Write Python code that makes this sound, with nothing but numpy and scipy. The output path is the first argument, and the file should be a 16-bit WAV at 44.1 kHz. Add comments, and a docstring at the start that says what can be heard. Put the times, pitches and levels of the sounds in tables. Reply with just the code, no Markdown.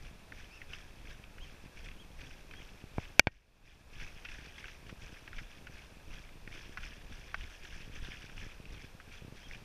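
"""A gravel path on an open slope, heard close from a small cased camera worn on a hiker's body.
Each footfall grinds pebbles and rock chips together and pushes air over the microphone; soles
scuff, pole tips and kicked stones click. Right at the microphone, cloth rustles and the harness
tugs and squeaks. Something knocks the case three times; the hardest blow overloads the input,
and the camera's gain ducks and creeps back."""
import sys
import numpy as np
from scipy import signal
from scipy.fft import rfft, irfft, next_fast_len
from scipy.io import wavfile
from scipy.ndimage import uniform_filter1d, minimum_filter1d, map_coordinates

SR = 44100
rng = np.random.default_rng(int(sys.argv[2]) if len(sys.argv) > 2 else 0)


def generate_wav(signal):
    """Clip the signal to [-1, 1] and save it as 16-bit WAV at the path in sys.argv[1]."""
    frames = np.transpose(np.atleast_2d(signal))
    scaled = np.clip(frames, -1, 1) * 32767
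    pcm = np.round(scaled).astype(np.int16)
    wavfile.write(sys.argv[1], SR, pcm)


N = 425124

# Footfalls, close to three a second. Each row: time in seconds, crunch level in dB,
# seconds to fade by 10 dB, level of the air push on the microphone in dB.
FOOTFALLS = [(0.05, -57, .04, -47), (0.38, -55.5, .1, -48), (0.73, -52.5, .1, -49),
             (1.093, -53.5, .04, -46.5), (1.45, -58.5, .12, -46.5), (1.85, -56, .07, -44),
             (2.21, -54.5, .17, -43.5), (2.58, -57.5, .2, -46), (3.0, -54.5, .1, -48),
             (3.325, -54, .08, -42), (3.675, -55, .08, -48), (4.01, -51.5, .11, -42), (4.31, -52, .17, -45),
             (4.66, -54, .11, -47), (5.02, -55.5, .17, -50), (5.37, -55, .09, -44), (5.745, -56, .14, -49),
             (6.13, -53.5, .11, -45), (6.535, -51, .16, -45), (6.835, -51.5, .1, -44),
             (7.12, -54, .14, -44), (7.41, -53, .12, -41), (7.735, -52, .12, -46), (8.04, -51.5, .2, -38.5),
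             (8.4, -51.5, .11, -42.5), (8.73, -54.5, .08, -44), (9.122, -54.5, .08, -49),
             (9.51, -56, .1, -48)]


def amp(db):
    """Decibels to gain."""
    return 10 ** (np.asarray(db) / 20)


def unit(x):
    """Scaled to rms 1."""
    return x / np.sqrt(np.mean(x ** 2) + 1e-20)


def wobble(rate):
    """A smooth random curve, rate knots a second."""
    knots = rng.standard_normal(int(N * rate / SR) + 4)
    return map_coordinates(knots, [np.arange(N) * rate / SR])


def filtered(x, response):
    """x through a complex response of frequency."""
    m = next_fast_len(len(x) + 8192)
    return irfft(rfft(x, m) * response(np.fft.rfftfreq(m, 1 / SR)), m)[:len(x)]


def colour(points):
    """Causal response with the gains of (Hz, dB) points."""
    def response(hz):
        f, db = np.transpose(points)
        gain = amp(np.interp(np.log(hz + 1), np.log(f), db))
        cepstrum = irfft(np.log(gain))
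        half = len(cepstrum) // 2
        return np.exp(rfft(np.r_[cepstrum[0], 2 * cepstrum[1:half]], len(cepstrum)))
    return response


def resonance(hz, centre, width):
    """One damped mode, gain 1 at its centre."""
    return 1j * hz * width / (centre ** 2 - hz ** 2 + 1j * hz * width)


def noise(points):
    """Coloured noise of rms 1."""
    return unit(filtered(rng.standard_normal(N), colour(points)))


def add(track, s, sound):
    """Mix a sound into the track from s seconds on."""
    part = track[max(round(s * SR), 0):][:len(sound)]
    part += sound[:len(part)]


def swell(s, rise_s, fade_s, hold_s=.018):
    """Gain of one footfall or scuff: up 10 dB per rise_s, full at s, held, down 10 dB per fade_s."""
    t = np.arange(N) / SR - s
    return amp(-10 * (np.maximum(-t, 0) / rise_s + np.maximum(t - hold_s, 0) / fade_s))


def hiss_and_whine(hiss_db=-57.0, flutter_db=1.2):
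    """Steady hiss of open air and microphone, with the camera's faint, fluttering electronic whine."""
    # Colour of the hiss. Each row: frequency in Hz, relative level in dB.
    hiss_colour = [(25, 15.5), (100, 5.5), (250, -1), (600, -2), (1200, -6), (1600, -8), (2100, -10),
                   (2600, -3.5), (3000, -14), (3400, -10), (4000, -13), (5600, -14.5), (7500, -20.5),
                   (11000, -23.5), (15000, -31.5)]
    # Tones of the whine. Each row: frequency in Hz, level in dB.
    tones = [(7101, -90.5), (9469, -82), (11838, -83), (14207, -89.5)]
    t = np.arange(N) / SR
    whine = sum(np.sqrt(2) * amp(db - 0.5 + flutter_db * wobble(25)) * np.sin(2 * np.pi * hz * t)
                for hz, db in tones)
    return amp(hiss_db) * noise(hiss_colour) + whine


def airflow(breeze_db=-58, lead_s=.014, rise_s=.09, fade_s=.1):
    """Strength of the air at the microphone: a light breeze, and a lurch just ahead of each crunch."""
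    lurches = sum((amp(db) * swell(s - lead_s, rise_s, fade_s)) ** 2 for s, _, _, db in FOOTFALLS)
    return np.sqrt(lurches + amp(breeze_db) ** 2)


def wind_and_clothes(buffet_db=-1.3, rustle_db=-66.8, flutter_db=5.0):
    """Moving air buffets the microphone in low lumps; cloth rubs harder when the body sways more."""
    # Colours of the buffeting and of the cloth. Each row: frequency in Hz, relative level in dB.
    buffet_colour = [(10, -3.5), (22, 4), (45, -4.5), (80, -10.5), (130, -21.5), (300, -40.5), (900, -77.5)]
    cloth_colour = [(40, -19.5), (90, -2), (150, 0.5), (280, -5), (600, -12.5), (1000, -18), (2500, -41),
                    (8000, -43.5)]
    sway = airflow()
    rubbing = np.sqrt(sway) * noise(cloth_colour) * amp(flutter_db * wobble(70))
    return amp(buffet_db) * sway * noise(buffet_colour) + amp(rustle_db) * unit(rubbing)


def harness_tugs(gain_db=4, small_per_s=24, small_db=-55.5, scatter_db=1.8, growth_db_per_s=.4):
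    """Each slip of the harness gives the case a dull tug; the many small ones grow along the walk."""
    # The harness slips and catches hard. Each row: start in seconds, level in dB.
    hard_slips = [(1.64, -46), (1.66, -44), (2.233, -45.5), (2.355, -48), (2.602, -46), (2.84, -39.5),
                  (4.023, -46.5), (4.389, -45.5), (4.471, -46.5), (4.866, -46), (5.97, -48), (4.927, -39.5),
                  (5.127, -44.5), (5.697, -44), (6.476, -43), (6.694, -44), (7.878, -45), (7.897, -44),
                  (8.242, -44.5), (8.95, -47), (8.086, -41), (8.465, -43.5), (8.601, -41.5), (8.844, -44.5),
                  (9.221, -42.5), (9.248, -41.5), (9.281, -43), (9.324, -41)]
    # Colour of one tug. Each row: frequency in Hz, relative level in dB.
    tug_colour = [(20, -14.5), (60, 0), (130, 1.5), (280, -7), (500, -13), (800, -31), (2500, -49),
                  (9000, -75)]
    when, size = rng.random((int(small_per_s * N / SR), 2)).T
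    times = when * N / SR
    levels_db = small_db + growth_db_per_s * times + scatter_db * np.minimum(-np.log(1 - size), 2)
    tug = filtered(signal.unit_impulse(SR // 20), colour(tug_colour))
    out = np.zeros(N)
    for s, db in np.vstack([hard_slips, np.c_[times, levels_db]]):
        add(out, s, amp(db + gain_db) * rng.choice([-1, 1]) * tug / np.abs(tug).max())
    return out


def strap_squeaks(gain_db=0.3, bend=.19, crest=.1):
    """Webbing slips under load: the squeak rises and falls with the speed of the slip."""
    # Each row: midpoint in seconds, length in seconds, top pitch in Hz, level in dB, roughness 0-1.
    squeaks = [(0.548, 0.125, 2700, -56, 0.4), (1.43, 0.07, 3230, -54, 0.15),
               (2.008, 0.065, 3300, -57, 0.15), (2.575, 0.092, 3300, -58, 0.08),
               (9.45, 0.075, 3280, -55.5, 0.05)]
    out = np.zeros(N)
    for s, length, top_hz, db, rough in squeaks:
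        u = np.linspace(-1, 1, int(length * SR))  # progress through the slip
        jitter = 1 + rough * wobble(700)[:len(u)] / 10
        hz = top_hz * (1 - bend * (u - crest) ** 2) * jitter
        phase = 2 * np.pi * np.cumsum(hz) / SR
        grip = amp(db + gain_db + 2 * wobble(145)[:len(u)]) * np.cos(np.pi * u / 2)
        add(out, s - length / 2, grip * (np.sin(phase) + .8 * rough * np.sin(2 * phase)))
    return out


def case_knocks(gain_db=41, push_hz=100, push_width_hz=85, mount_hz=1860, rattle_t60=.035):
    """A blow pushes the air in the case, rings shell and mount, and rattles; soft blows lose treble."""
    # Blows on the case. Each row: time in seconds, force in dB, treble corner in Hz,
    # then the relative levels of bass push, rattle and mount ring in dB.
    blows = [(2.9832, -28, 1650, 5.5, -28, -46), (3.195, 8.3, 12200, -17.5, -66, -40),
             (3.2714, -7.5, 3400, 2.5, -29, -13.5)]
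    # Modes of the plastic shell. Each row: frequency in Hz, width in Hz, level in dB.
    shell_modes = [(300, 380, -12.7), (600, 190, -13), (835, 280, -15), (1554, 230, -7), (1890, 150, -15),
                   (2295, 200, -2), (2820, 52, -28.5), (3110, 310, -14.5), (3560, 160, -23),
                   (4490, 350, -11.3), (5070, 230, -15), (5917, 410, -11.3), (7200, 380, -20.5),
                   (9320, 900, -33), (11800, 1400, -44)]
    out, t = np.zeros(N), np.arange(SR // 6) / SR
    lead = SR // 1000  # the contact force takes a moment to build
    for s, db, soft_hz, push_db, rattle_db, ring_db in blows:
        def softness(hz):
            return np.exp(-(hz / soft_hz) ** 2)

        def shell_and_mount(hz):
            shell = sum(amp(level) * resonance(hz, centre, width) for centre, width, level in shell_modes)
            return (shell + amp(ring_db) * resonance(hz, mount_hz, width=22)) * softness(hz)
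        blow = np.pad(signal.unit_impulse(len(t)), (lead, 0))
        rattle = np.pad(amp(rattle_db - 60 * t / rattle_t60) * rng.standard_normal(len(t)), (lead, 0))
        push = filtered(blow, lambda hz: resonance(hz, push_hz, push_width_hz) * softness(hz))
        ring = filtered(blow + rattle, shell_and_mount)
        add(out, s - lead / SR, amp(db + gain_db) * (ring + amp(push_db) * push))
    return out


def stone_clicks(width_hz=820, chatter_db=-11, body_hz=800, body_db=-14, usual_db=-37, gain_db=-.5):
    """A hard tip meets stone and chatters briefly; harder strikes bring out the stone's dull body."""
    # Pole tips and kicked stones. Each row: time in seconds, level in dB, pitch in Hz,
    # seconds for the chatter to fade by 60 dB.
    strikes = [(0.3206, -37.5, 1660, .018), (0.6155, -37.5, 2050, .055), (0.7324, -32, 2750, .024),
               (1.2385, -40, 2660, .014), (1.3814, -42, 1900, .034), (1.7707, -43, 2310, .023),
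               (1.9137, -42.5, 2680, .023), (2.31, -42.5, 2530, .025), (1.8592, -39.5, 2330, .03),
               (1.8855, -39, 2370, .034), (2.5104, -40, 2440, .018), (2.5355, -41, 1630, .03),
               (3.052, -43, 2820, .03), (8.047, -38, 3520, .03), (8.6537, -41, 2870, .024),
               (3.9979, -37, 2290, .062), (4.2486, -34.5, 2400, .06), (4.2862, -35.5, 2540, .03),
               (4.6412, -35, 1760, .038), (4.6808, -36.5, 2100, .038), (4.8932, -40, 1600, .05),
               (5.2758, -38, 1660, .037), (5.3292, -37.5, 1690, .024), (5.382, -35.5, 1900, .073),
               (5.6684, -35.5, 1450, .045), (6.475, -34.5, 1900, .021), (6.772, -27.5, 1500, .045),
               (6.8308, -39, 1650, .053), (7.3425, -23.5, 1550, .027), (7.648, -40, 1610, .027),
               (8.296, -41, 1400, .03), (8.3774, -37, 2520, .028), (8.9997, -39, 1420, .04),
               (9.5107, -35, 1820, .016), (9.534, -39, 2500, .017), (9.5462, -35.5, 2820, .033)]
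    # A struck stone heard through the case. Each row: frequency in Hz, relative level in dB.
    stone_colour = [(200, -9.5), (700, -9), (1100, -8.5), (1500, 1), (2000, -.5), (2700, 1.5), (3400, -5),
                    (4000, -11.5), (5600, -4.5), (7500, -26), (15000, -22)]
    out, t = np.zeros(N), np.arange(SR // 10) / SR
    for s, db, centre_hz, t60 in strikes:
        contact = amp(chatter_db - 60 * t / t60) * rng.standard_normal(len(t))
        contact[0] += 1  # the first impact
        body = amp(body_db + .6 * (db - usual_db))

        def stone(hz):
            ring = resonance(hz, centre_hz, width_hz) - body * resonance(hz, body_hz, width=900)
            return ring * colour(stone_colour)(hz)
        tick = filtered(contact, stone)
        add(out, s + 0.00096, amp(db + gain_db) * tick / np.abs(tick).max())
    return out


def grinding(heel_rise_s=.04, drag_rise_s=.025, trickle_db=-69.5):
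    """How hard the gravel is worked: footfalls, scuffs and the trickle between them add in power."""
    # A sole or pole drags. Each row: time in seconds, level in dB, seconds to fade by 10 dB.
    drags = [(0.55, -61, .1), (0.99, -63, .02), (1.65, -64, .06), (1.775, -58, .05), (3.93, -59, .08),
             (4.18, -59, .06), (4.45, -58.5, .08), (4.585, -52, .025), (4.885, -56, .02),
             (5.135, -58.5, .14), (5.51, -58.5, .09), (6.94, -59, .08), (7.27, -58, .1), (7.51, -55.5, .08),
             (7.64, -51.5, .06), (7.95, -53, .1), (8.13, -54.5, .06), (8.23, -56, .07), (8.82, -57.5, .05),
             (9.37, -56, .07)]
    steps = sum((amp(db) * swell(s, heel_rise_s, fade_s)) ** 2 for s, db, fade_s, _ in FOOTFALLS)
    scuffs = sum((amp(db) * swell(s, drag_rise_s, fade_s)) ** 2 for s, db, fade_s in drags)
    return np.sqrt(steps + scuffs + amp(trickle_db) ** 2)


def rock_chips(effort, per_s=130, low_hz=5300, high_hz=10500, spread_db=3.2, gain_db=-15.5):
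    """Small chips of rock tick dryly under the sole, higher than most of the pebbles."""
    when, size, pitch = rng.random((int(per_s * N / SR), 3)).T
    strengths = np.minimum(-np.log(1 - size), 3)
    out, t = np.zeros(N), np.arange(SR // 150) / SR
    for s, strength, high in zip(when * N / SR, strengths, pitch):
        hz = low_hz * (high_hz / low_hz) ** (high ** 3)
        tick = np.sin(2 * np.pi * hz * t) * np.exp(-hz * t / 2.5) * (1 - np.exp(-hz * t))
        add(out, s, amp(spread_db * strength - 11 * high) * tick)  # smaller chips: higher and weaker
    return amp(gain_db) * effort * unit(out)


def gravel_crunch(effort, per_s=950, low_hz=1200, high_hz=9000, spread_db=2.8, sand_db=1, clump_db=1.4):
    """Pebbles snap against each other in clumps, each at its own pitch, over a hiss of sand."""
    # Gravel underfoot, heard through the case. Each row: frequency in Hz, relative level in dB.
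    gravel_colour = [(500, -23), (1000, -12), (1300, -13), (1650, -1), (1950, -5), (2500, 2), (2950, -4),
                     (3400, -2), (3950, -14), (5100, -9.5), (6000, -7.5), (7200, -24.5), (11000, -25.5),
                     (15000, -37.5)]
    when, size, pitch = rng.random((int(per_s * N / SR), 3)).T
    t = np.arange(SR // 150) / SR
    hz = low_hz * (high_hz / low_hz) ** (pitch[:, None] ** 1.3)
    strength = amp(spread_db * np.minimum(-np.log(1 - size), 4))  # few large pebbles, many small
    snaps = strength[:, None] * np.sin(2 * np.pi * hz * t) * np.exp(-hz * t / 3.6) * np.sqrt(hz)
    index = (when * N).astype(int)[:, None] + np.arange(len(t))
    pebbles = unit(np.bincount(index.ravel(), snaps.ravel(), N)[:N])
    sand = amp(sand_db) * rng.standard_normal(N)
    grit = (pebbles + sand) * amp(clump_db * wobble(110))
    return effort * unit(filtered(grit, colour(gravel_colour)))


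def scene():
    """Everything reaches the one body-worn microphone directly; the open slope gives no echo."""
    effort = grinding()
    ground = gravel_crunch(effort) + rock_chips(effort) + stone_clicks()
    gear = case_knocks() + strap_squeaks() + harness_tugs()
    return (ground + gear + wind_and_clothes() + hiss_and_whine())[None]


def record(dry, overload_db=15, ceiling_db=0, hold_s=0.215, recover_db_per_s=25, top_hz=15100):
    """The camera's input overloads on a hard blow; its gain ducks at once, holds, recovers steadily."""
    saturated = amp(overload_db) * np.tanh(dry[0] / amp(overload_db))
    needed_db = np.minimum(ceiling_db - 20 * np.log10(np.abs(saturated) + 1e-9), 0)
    half_hold, attack = int(hold_s * SR / 2), SR // 500
    held_db = minimum_filter1d(needed_db, size=2 * half_hold + 1, origin=half_hold - attack)
    climb_db = recover_db_per_s * np.arange(N) / SR
    gain_db = np.minimum.accumulate(held_db - climb_db) + climb_db
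    ducked = saturated * amp(uniform_filter1d(gain_db, size=attack))
    return filtered(ducked, lambda hz: 1 / np.sqrt(1 + (hz / top_hz) ** 120))[None]  # steep treble cut


dry = scene()
out = record(dry)
generate_wav(out)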